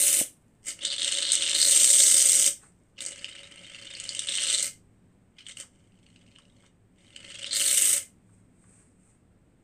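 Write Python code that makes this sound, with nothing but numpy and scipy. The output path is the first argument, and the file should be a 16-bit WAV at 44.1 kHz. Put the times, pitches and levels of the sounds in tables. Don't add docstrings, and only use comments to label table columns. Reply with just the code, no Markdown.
import sys
import numpy as np
from scipy import signal
from scipy.fft import rfft, irfft
from scipy.io import wavfile
from scipy.ndimage import uniform_filter1d

SR = 44100
rng = np.random.default_rng(int(sys.argv[2]) if len(sys.argv) > 2 else 0)


def output_pcm(signal):
    pcm = np.clip(np.atleast_2d(signal).T, -1, 1) * 32767
    wavfile.write(sys.argv[1], SR, np.round(pcm).astype(np.int16))


N = 424683
TIME = np.arange(N) / SR
FREQ = np.maximum(np.fft.rfftfreq(N, 1 / SR), 1)

# [f/Hz, width/Hz, relative level/dB]
BOWL_MODES = [(255, 110, -6), (335, 70, -3), (555, 75, 4), (960, 220, -16), (1310, 130, -6),
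              (1560, 220, -6), (1780, 170, -4.5), (2110, 200, 4.5), (2380, 220, -2), (2980, 420, 3.5)]
# [f/Hz, width/Hz, relative level/dB]
SPOUT_MODES = [(4780, 690, -9.5), (5640, 660, -11), (6325, 1600, -9), (7800, 410, -14), (8374, 1860, -0.5),
               (8410, 260, 6), (8770, 870, -1.5), (9200, 380, -10.5)]
# [f/Hz, relative level/dB]
SPOUT_SKIRT = [(1500, -32), (4000, -2.5), (6000, 3.5), (8000, 2.5), (9000, -6), (10000, -9.5), (11500, -19),
               (15000, -38)]
# [f/Hz, relative level/dB]
POCKET_COLOUR = [(500, -27.5), (1400, -5), (1850, 0), (2150, -5.5), (2620, -4.5), (2930, 3.5), (3300, 1.5),
                 (4400, 5.5), (6500, -4), (9000, -16.5), (11500, -43)]
# [t/s, foam level/dB, gas level/dB]
OPENING_BLAST = [(0.01, -37.5, -24.5), (0.21, -37, -26.4)]
LONG_PRESS = [(0.79, -54, -60), (0.84, -31.5, -43), (0.95, -32, -41.5), (1.12, -31.0, -32.5),
              (1.28, -28, -36.5), (1.38, -31.5, -35), (1.52, -26.5, -31), (1.72, -29, -20),
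              (2.02, -30.5, -18.5), (2.48, -35.5, -22)]
SPUTTERING_PRESS = [(3.12, -50, -49.5), (3.21, -55.8, -56), (3.28, -46.5, -55), (3.5, -54, -60.5),
                    (3.88, -45.5, -55), (4.26, -41.5, -42), (4.33, -33.5, -36.5), (4.53, -29, -28.5),
                    (4.67, -43.5, -32)]
TRICKLE = [(5.74, -84, -75), (5.93, -76, -81.5), (6.1, -71.5, -74.1), (6.4, -64, -75), (6.53, -74, -78.5),
           (6.67, -73, -69)]
LAST_PRESS = [(6.99, -72, -71.5), (7.11, -61.5, -69), (7.3, -47, -53.5), (7.51, -36.5, -46.5),
              (7.55, -30.5, -28.5), (7.77, -32.6, -24), (7.93, -37.5, -24), (7.99, -45, -31)]
# [flow table, t/s when the gas is through the foam, added free hiss/dB,
# aim/dB: + into the bottom of the bowl, - toward its rim]
PRESSES = [(OPENING_BLAST, 0, 19.6, 1.5), (LONG_PRESS, 1.56, 9, 0), (SPUTTERING_PRESS, 4.63, 14, -2.77),
           (TRICKLE, 6.6, 0, 0), (LAST_PRESS, 7.55, 14.6, -1.7)]


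def undb(db):
    return 10 ** (np.asarray(db) / 20)


def to_db(gain):
    return 20 * np.log10(gain)


def unit(x):
    return x / np.sqrt(np.mean(x ** 2))


def even(x, span_s=.06):
    power = uniform_filter1d(x ** 2, int(span_s * SR))
    return x / np.sqrt(np.abs(power) + 1e-12)


def walk(rate):
    hold = int(SR / rate)
    levels = np.repeat(rng.standard_normal(N // hold + 1), hold)
    return unit(uniform_filter1d(levels, hold)[:N])


def hump(middle_s, half_s):
    return np.exp(-np.minimum(((TIME - middle_s) / half_s) ** 2, 50))


def slope(points):
    hz, db = np.transpose(points)
    return undb(np.interp(np.log(FREQ), np.log(hz), db))


def resonances(modes):
    power = 0
    for hz, width, db in modes:
        detuning = (FREQ ** 2 - hz ** 2) / (FREQ * width)
        power = power + undb(db) ** 2 / (1 + detuning ** 2) ** 1.61
    cepstrum = irfft(np.log(power + 1e-9), N)
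    cepstrum[0] /= 2
    cepstrum[N // 2:] = 0
    return np.exp(rfft(cepstrum))


def shape(x, response):
    return irfft(rfft(x) * response, N)


def place(times, grains):
    index = (times * SR).astype(int)[:, None] + np.arange(grains.shape[1])
    return np.bincount(index.ravel(), grains.ravel(), N)[:N]


def spray(count=6500, scatter_db=4.0, crackle_db=4.5, clump_db=1.0, pitch_spread=0.135):
    # [pocket level/dB, rate/(1/s), ring time/s]
    bubbling_law = [(-61, 92, 0.0015), (-46.5, 210, 0.003), (-31, 520, 0.00076), (-22.5, 600, 0.00043)]
    # [hiss level/dB, relative stream level/dB]
    stream_law = [(-103, -3.5), (-91.5, -13.5), (-61.5, -7), (-35.5, 0)]
    # [f/Hz, relative level/dB]
    gas_spectrum = [(1000, -36), (3000, 0.5), (6000, -1.5), (9300, 11.5), (10500, 5), (12000, 2.5),
                    (15500, -4.5)]

    bottom, rim, pocket, fizz, gas = nozzle()
    surge = undb(clump_db * np.clip(walk(85), -2, 2))

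    times = rng.uniform(0, N / SR, count)
    chance = np.clip(rng.standard_normal((count, 3)), -2, 2)
    strength_db = to_db(np.interp(times, TIME, pocket))
    steps_db, rates, rings = np.transpose(bubbling_law)
    probability = np.interp(strength_db, steps_db, rates) * N / SR / count
    bursts = (rng.random(count) < probability)[:, None]

    fizz_db = to_db(np.interp(times, TIME, fizz))
    hz = pocket_pitch(times, fizz_db) * np.exp(pitch_spread * chance[:, 1])
    ring_s = np.interp(strength_db, steps_db, rings)
    grains = bursts * undb(scatter_db * chance[:, :1]) * chirps(hz, ring_s, glide=.08, rough=0.65)
    bubbling = even(shape(surge * place(times, grains), slope(POCKET_COLOUR)))

    burst_gas = bursts * undb(crackle_db * chance[:, 2:]) * puffs(count, decay_s=0.0014)
    crackle = unit(place(times, burst_gas))
    stream = undb(np.interp(to_db(gas), *np.transpose(stream_law))) * rng.standard_normal(N)
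    jet = surge * (crackle + stream)

    bowl = even(shape(jet + undb(-8.5) * rng.standard_normal(N), resonances(BOWL_MODES)))
    spout = even(shape(jet, resonances(SPOUT_MODES) * slope(SPOUT_SKIRT)))
    hiss = even(shape(jet + undb(1.0) * rng.standard_normal(N), slope(gas_spectrum)))
    deep = shape(bowl, slope([(1000, 1.5), (1300, -29)]))
    rush = bottom * deep + rim * (bowl - deep)
    foam = undb(-1.0) * pocket * bubbling
    return undb(4.0) * rush + foam + undb(1.5) * fizz * spout + undb(9) * gas * hiss


def nozzle():
    # [middle t/s, half length/s, foam level/dB, gas level/dB, added hiss/dB, aim/dB]
    spurts = [(0.693, 0.031, -48.5, -33, 9, -2), (1.331, 0.011, -57, -25.5, 1, -2),
              (2.993, 0.016, -45, -62.5, 0, 2), (3.02, 0.014, -51, -34.5, 7, -0.5),
              (3.074, 0.027, -56, -37, 0, 1), (4.293, 0.006, -34, -39, -0.5, -2),
              (5.402, 0.028, -48.5, -64, 11, -9), (5.495, 0.0274, -45, -46, 2, -9),
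              (5.601, 0.027, -55, -40, 13, -4.5)]
    breakthrough_s = 0.017

    gains = sum(outflow(*flow) * hump(at_s, half_s) for at_s, half_s, *flow in spurts)
    for flow, through_s, dry_db, aim_db in PRESSES:
        times, foam_db, gas_db = np.transpose(flow)
        dryness = np.clip(1 + (TIME - through_s) / breakthrough_s, 0, 1)
        foam_now_db = np.interp(TIME, times, foam_db)
        gas_now_db = np.interp(TIME, times, gas_db)
        held = outflow(foam_now_db, gas_now_db, dryness * dry_db, aim_db)
        gains = gains + held * valve(times[0], times[-1])
    return gains


def outflow(foam_db, gas_db, dry_db, aim_db):
    # [gas level/dB, bottom level/dB, rim level/dB, hiss level/dB]
    gas_law = [(-79.5, -77, -82, -106), (-58.5, -53.5, -56, -98.5), (-43, -50, -53.5, -83),
               (-35.5, -46.5, -47, -70), (-23.5, -42, -42, -49.5), (-16.5, -41.5, -43.5, -47.5)]
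    rim_trade = 0.25
    dry_spout_loss = 0.18

    steps_db, *laws = np.transpose(gas_law)
    bottom_db, rim_db, hiss_db = (np.interp(gas_db, steps_db, law) for law in laws)
    return undb(np.vstack([
        bottom_db + aim_db,
        rim_db - rim_trade * aim_db,
        foam_db,
        gas_db - dry_spout_loss * dry_db,
        hiss_db + dry_db]))


def valve(start_s, end_s):
    open_db_per_s, close_db_per_s = 419.5, 478
    settle_db, settle_db_per_s = -50.5, 24.5
    before, after = np.maximum(start_s - TIME, 0), np.maximum(TIME - end_s, 0)
    shutting = undb(-close_db_per_s * after)
    settling = undb(settle_db - settle_db_per_s * after)
    return undb(-open_db_per_s * before) * (shutting + settling)


def pocket_pitch(times, gas_db):
    # [gas level/dB, f/Hz]
    flow_pitch = [(-56.5, 2980), (-42.5, 3177), (-34, 3307), (-25, 3150), (-18.5, 3700)]
    # [t/s, f/Hz]
    wander = [(0.8, 2880), (0.87, 3800), (1.07, 3200), (1.28, 3640), (1.38, 3400), (1.52, 3150),
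              (1.62, 4500), (1.72, 3470)]
    squeeze_hz, squeeze_s = 850, 0.088

    squeeze = sum(hump(through_s, squeeze_s) for _, through_s, _, _ in PRESSES)
    hz = np.interp(gas_db, *np.transpose(flow_pitch)) + squeeze_hz * np.interp(times, TIME, squeeze)
    wander_s, wander_hz = np.transpose(wander)
    wandering = (times > wander_s[0]) & (times < wander_s[-1])
    return np.where(wandering, np.interp(times, wander_s, wander_hz), hz)


def chirps(hz, ring_s, glide, rough, size=512):
    age = np.arange(size) / SR / np.reshape(ring_s, (-1, 1))
    pitch = hz[:, None] * (1 + glide * np.tanh(age / 2 - 1))
    tone = np.sin(2 * np.pi * np.cumsum(pitch, axis=1) / SR)
    swell = (age * np.exp(1 - age)) ** 2
    return swell * (tone + rough * rng.standard_normal(tone.shape))


def puffs(count, decay_s, size=600):
    return rng.standard_normal((count, size)) * np.exp(-np.arange(size) / SR / decay_s)


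def spits():
    # [t/s, relative level/dB, pocket f/Hz, relative spout ring level/dB]
    loud_spits = [(0.7044, -22.5, 5100, -2), (0.8225, -22, 3100, -32), (0.851, -9, 3700, -11),
                  (0.8674, -18, 3930, -18), (0.917, -18, 3800, -22), (1.0183, -10.5, 3640, -18),
                  (1.045, -9, 3580, -10.5), (1.079, -9.5, 3460, -14), (1.1508, -14.5, 3760, -22),
                  (1.1718, -16, 3460, -11.5), (1.3185, -4, 3900, 5), (1.3306, -12, 3500, -3),
                  (1.3528, -8.5, 3520, -3.5), (1.4214, -8, 3480, -15.5), (1.6152, -5.5, 5300, -12.5),
                  (1.6272, -4.5, 4530, -9), (2.002, -5, 3820, -7), (2.0647, -5.5, 3970, -0.5),
                  (2.2027, -9, 3570, -1), (2.4422, -7, 3360, -3), (2.981, -28.5, 2910, -34),
                  (3.0052, -22.5, 3820, -17), (3.0618, -14, 4800, 9), (3.192, -36, 5030, -22),
                  (3.2439, -14, 2930, -25), (3.295, -31, 2960, -17), (3.3635, -30, 3000, -34),
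                  (3.3915, -31.5, 3160, -22), (3.7462, -26, 2950, -35), (3.9506, -25.5, 4950, -20),
                  (3.9992, -19, 3140, -9), (4.0384, -22, 3080, -1), (4.0907, -15, 5050, -12.5),
                  (4.149, -15.5, 2970, -8), (4.1923, -10.5, 3770, -6), (4.2863, -13.5, 3820, -33),
                  (4.321, -16, 3870, -14), (4.3525, -13, 3720, 2), (4.3835, -10.5, 3000, -30.5),
                  (4.546, -7.5, 4020, -10), (4.6259, -8, 4660, 6.5), (5.4654, -26, 3450, -37),
                  (5.5707, -25, 2980, -13), (6.0641, -41, 2890, -22), (6.1602, -37.5, 2880, -25),
                  (6.3599, -35, 3110, -36), (6.385, -39, 3120, -12), (7.162, -22, 3020, -18),
                  (7.2474, -30, 2960, -29), (7.4436, -16, 3030, -33), (7.5296, -13.5, 4400, -14),
                  (7.5587, -14, 4900, -15), (7.6148, -9.5, 2880, -20), (7.8587, -12, 2820, -7)]

    times, level_db, hz, spout_db = np.transpose(loud_spits)
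    ring = undb(spout_db + 8.5)
    strength = undb(level_db) / np.hypot(1, ring)
    ring_s = np.interp(level_db, [-30, -10], [.001, .00065])

    grains = strength[:, None] * chirps(hz, ring_s, glide=0.22, rough=0.45)
    pockets = shape(place(times + .0003, grains), slope(POCKET_COLOUR))
    burst = puffs(len(times), decay_s=0.0022)
    gas = place(times + .0005, (strength * ring)[:, None] * burst)
    spout = shape(gas, resonances(SPOUT_MODES) * slope(SPOUT_SKIRT))
    push = place(times + 0.0012, strength[:, None] * burst)
    knock = shape(push, resonances(BOWL_MODES) * slope([(500, -18.0), (2000, -3.0)]))
    return undb(-5.0) * pockets + undb(3.5) * spout + undb(-35) * gas + undb(-11) * knock


def plop(at_s=.2125, level_db=-26, low_hz=280, high_hz=570, decay_s=0.0017):
    t = np.maximum(TIME - at_s, 0)
    swell = t / decay_s * np.exp(1 - t / decay_s)
    tones = np.sin(2 * np.pi * low_hz * t) + np.sin(2 * np.pi * high_hz * t)
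    return undb(level_db) * swell * tones


def taps(hz=1200, width_hz=700, decay_s=0.014):
    # [t/s, relative level/dB]
    touches = [(2.633, -48.5), (5.634, -49), (6.385, -52.5), (6.635, -54), (8.292, -62.5), (8.64, -57)]
    times, level_db = np.transpose(touches)
    touch = place(times, undb(level_db)[:, None] * puffs(len(times), decay_s, size=2400))
    return undb(10) * shape(touch, resonances([(hz, width_hz, 0)]))


def sleeve(rough_db=1.5):
    # [middle t/s, half length/s, relative level/dB]
    rubs = [(2.643, 0.048, -57), (8.345, 0.08, -69.5), (8.743, 0.15, -62), (9.08, 0.087, -66.5)]
    # [f/Hz, relative level/dB]
    cloth = [(300, 5.5), (900, -2.5), (1400, 1), (2400, -0.5), (3500, -13.5), (5500, -10.5), (6900, -1.5),
             (7400, 2.5), (8400, 13), (9300, 0.5), (10500, -16), (12000, -26)]
    rub = rng.standard_normal(N) * undb(rough_db * walk(150))
    strokes = sum(undb(db) * hump(at_s, half_s) for at_s, half_s, db in rubs)
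    return undb(0.5) * strokes * unit(shape(rub, slope(cloth)))


def room(x, t60_s=0.21, tail_db=-6.5, early_db=-7, early_s=0.0038, size=16000):
    t = np.arange(size) / SR
    early = rng.standard_normal(size) * np.exp(-t / early_s) * (t > .001)
    tail = rng.standard_normal(size) * np.exp(-np.log(1000) * t / t60_s) * (t > .005)
    early = signal.sosfilt(signal.butter(2, 2500, "high", fs=SR, output="sos"), early)
    response = undb(early_db) * early / np.linalg.norm(early) + undb(tail_db) * tail / np.linalg.norm(tail)
    response[0] = 1
    return signal.fftconvolve(x, response / np.linalg.norm(response))[:N]


def background():
    # [f/Hz, relative level/dB]
    air_spectrum = [(25, -2.5), (50, -2), (110, -1), (250, -4), (500, -13.5), (1000, -22.5), (2200, -26.5),
                    (4300, -38), (6000, -40.5), (7300, -35.5), (8400, -25), (9600, -42), (11000, -48.5),
                    (15500, -46.5)]
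    # [f/Hz, width/Hz, relative level/dB]
    drone_modes = [(106, 7.3, 1.5), (180.8, 17, -2.5), (244.5, 30, -9.5)]
    # [t/s, level/dB]
    drone_level = [(0, -70), (2.8, -71.5), (3.6, -64.5), (5.8, -65), (6.15, -61.5), (6.7, -65.5),
                   (8.4, -62), (9.6, -70)]
    air_db = -62.5
    air = unit(shape(rng.standard_normal(N), slope(air_spectrum))) * undb(air_db + 0.55 * walk(3))
    drone = unit(shape(rng.standard_normal(N), resonances(drone_modes)))
    return air + drone * undb(np.interp(TIME, *np.transpose(drone_level)))


def scene():
    knock = plop()
    sources = spray() + spits() + taps() + sleeve() + undb(-6.5) * knock
    return (room(sources) + undb(-5.0) * knock + background())[None]


def record(dry):
    top_hz = 15450
    rounded = dry / (1 + (dry / .72) ** 6) ** (1 / 6)
    return signal.sosfilt(signal.ellip(10, .2, 80, top_hz, fs=SR, output="sos"), rounded)


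dry = scene()
out = record(dry)
output_pcm(out)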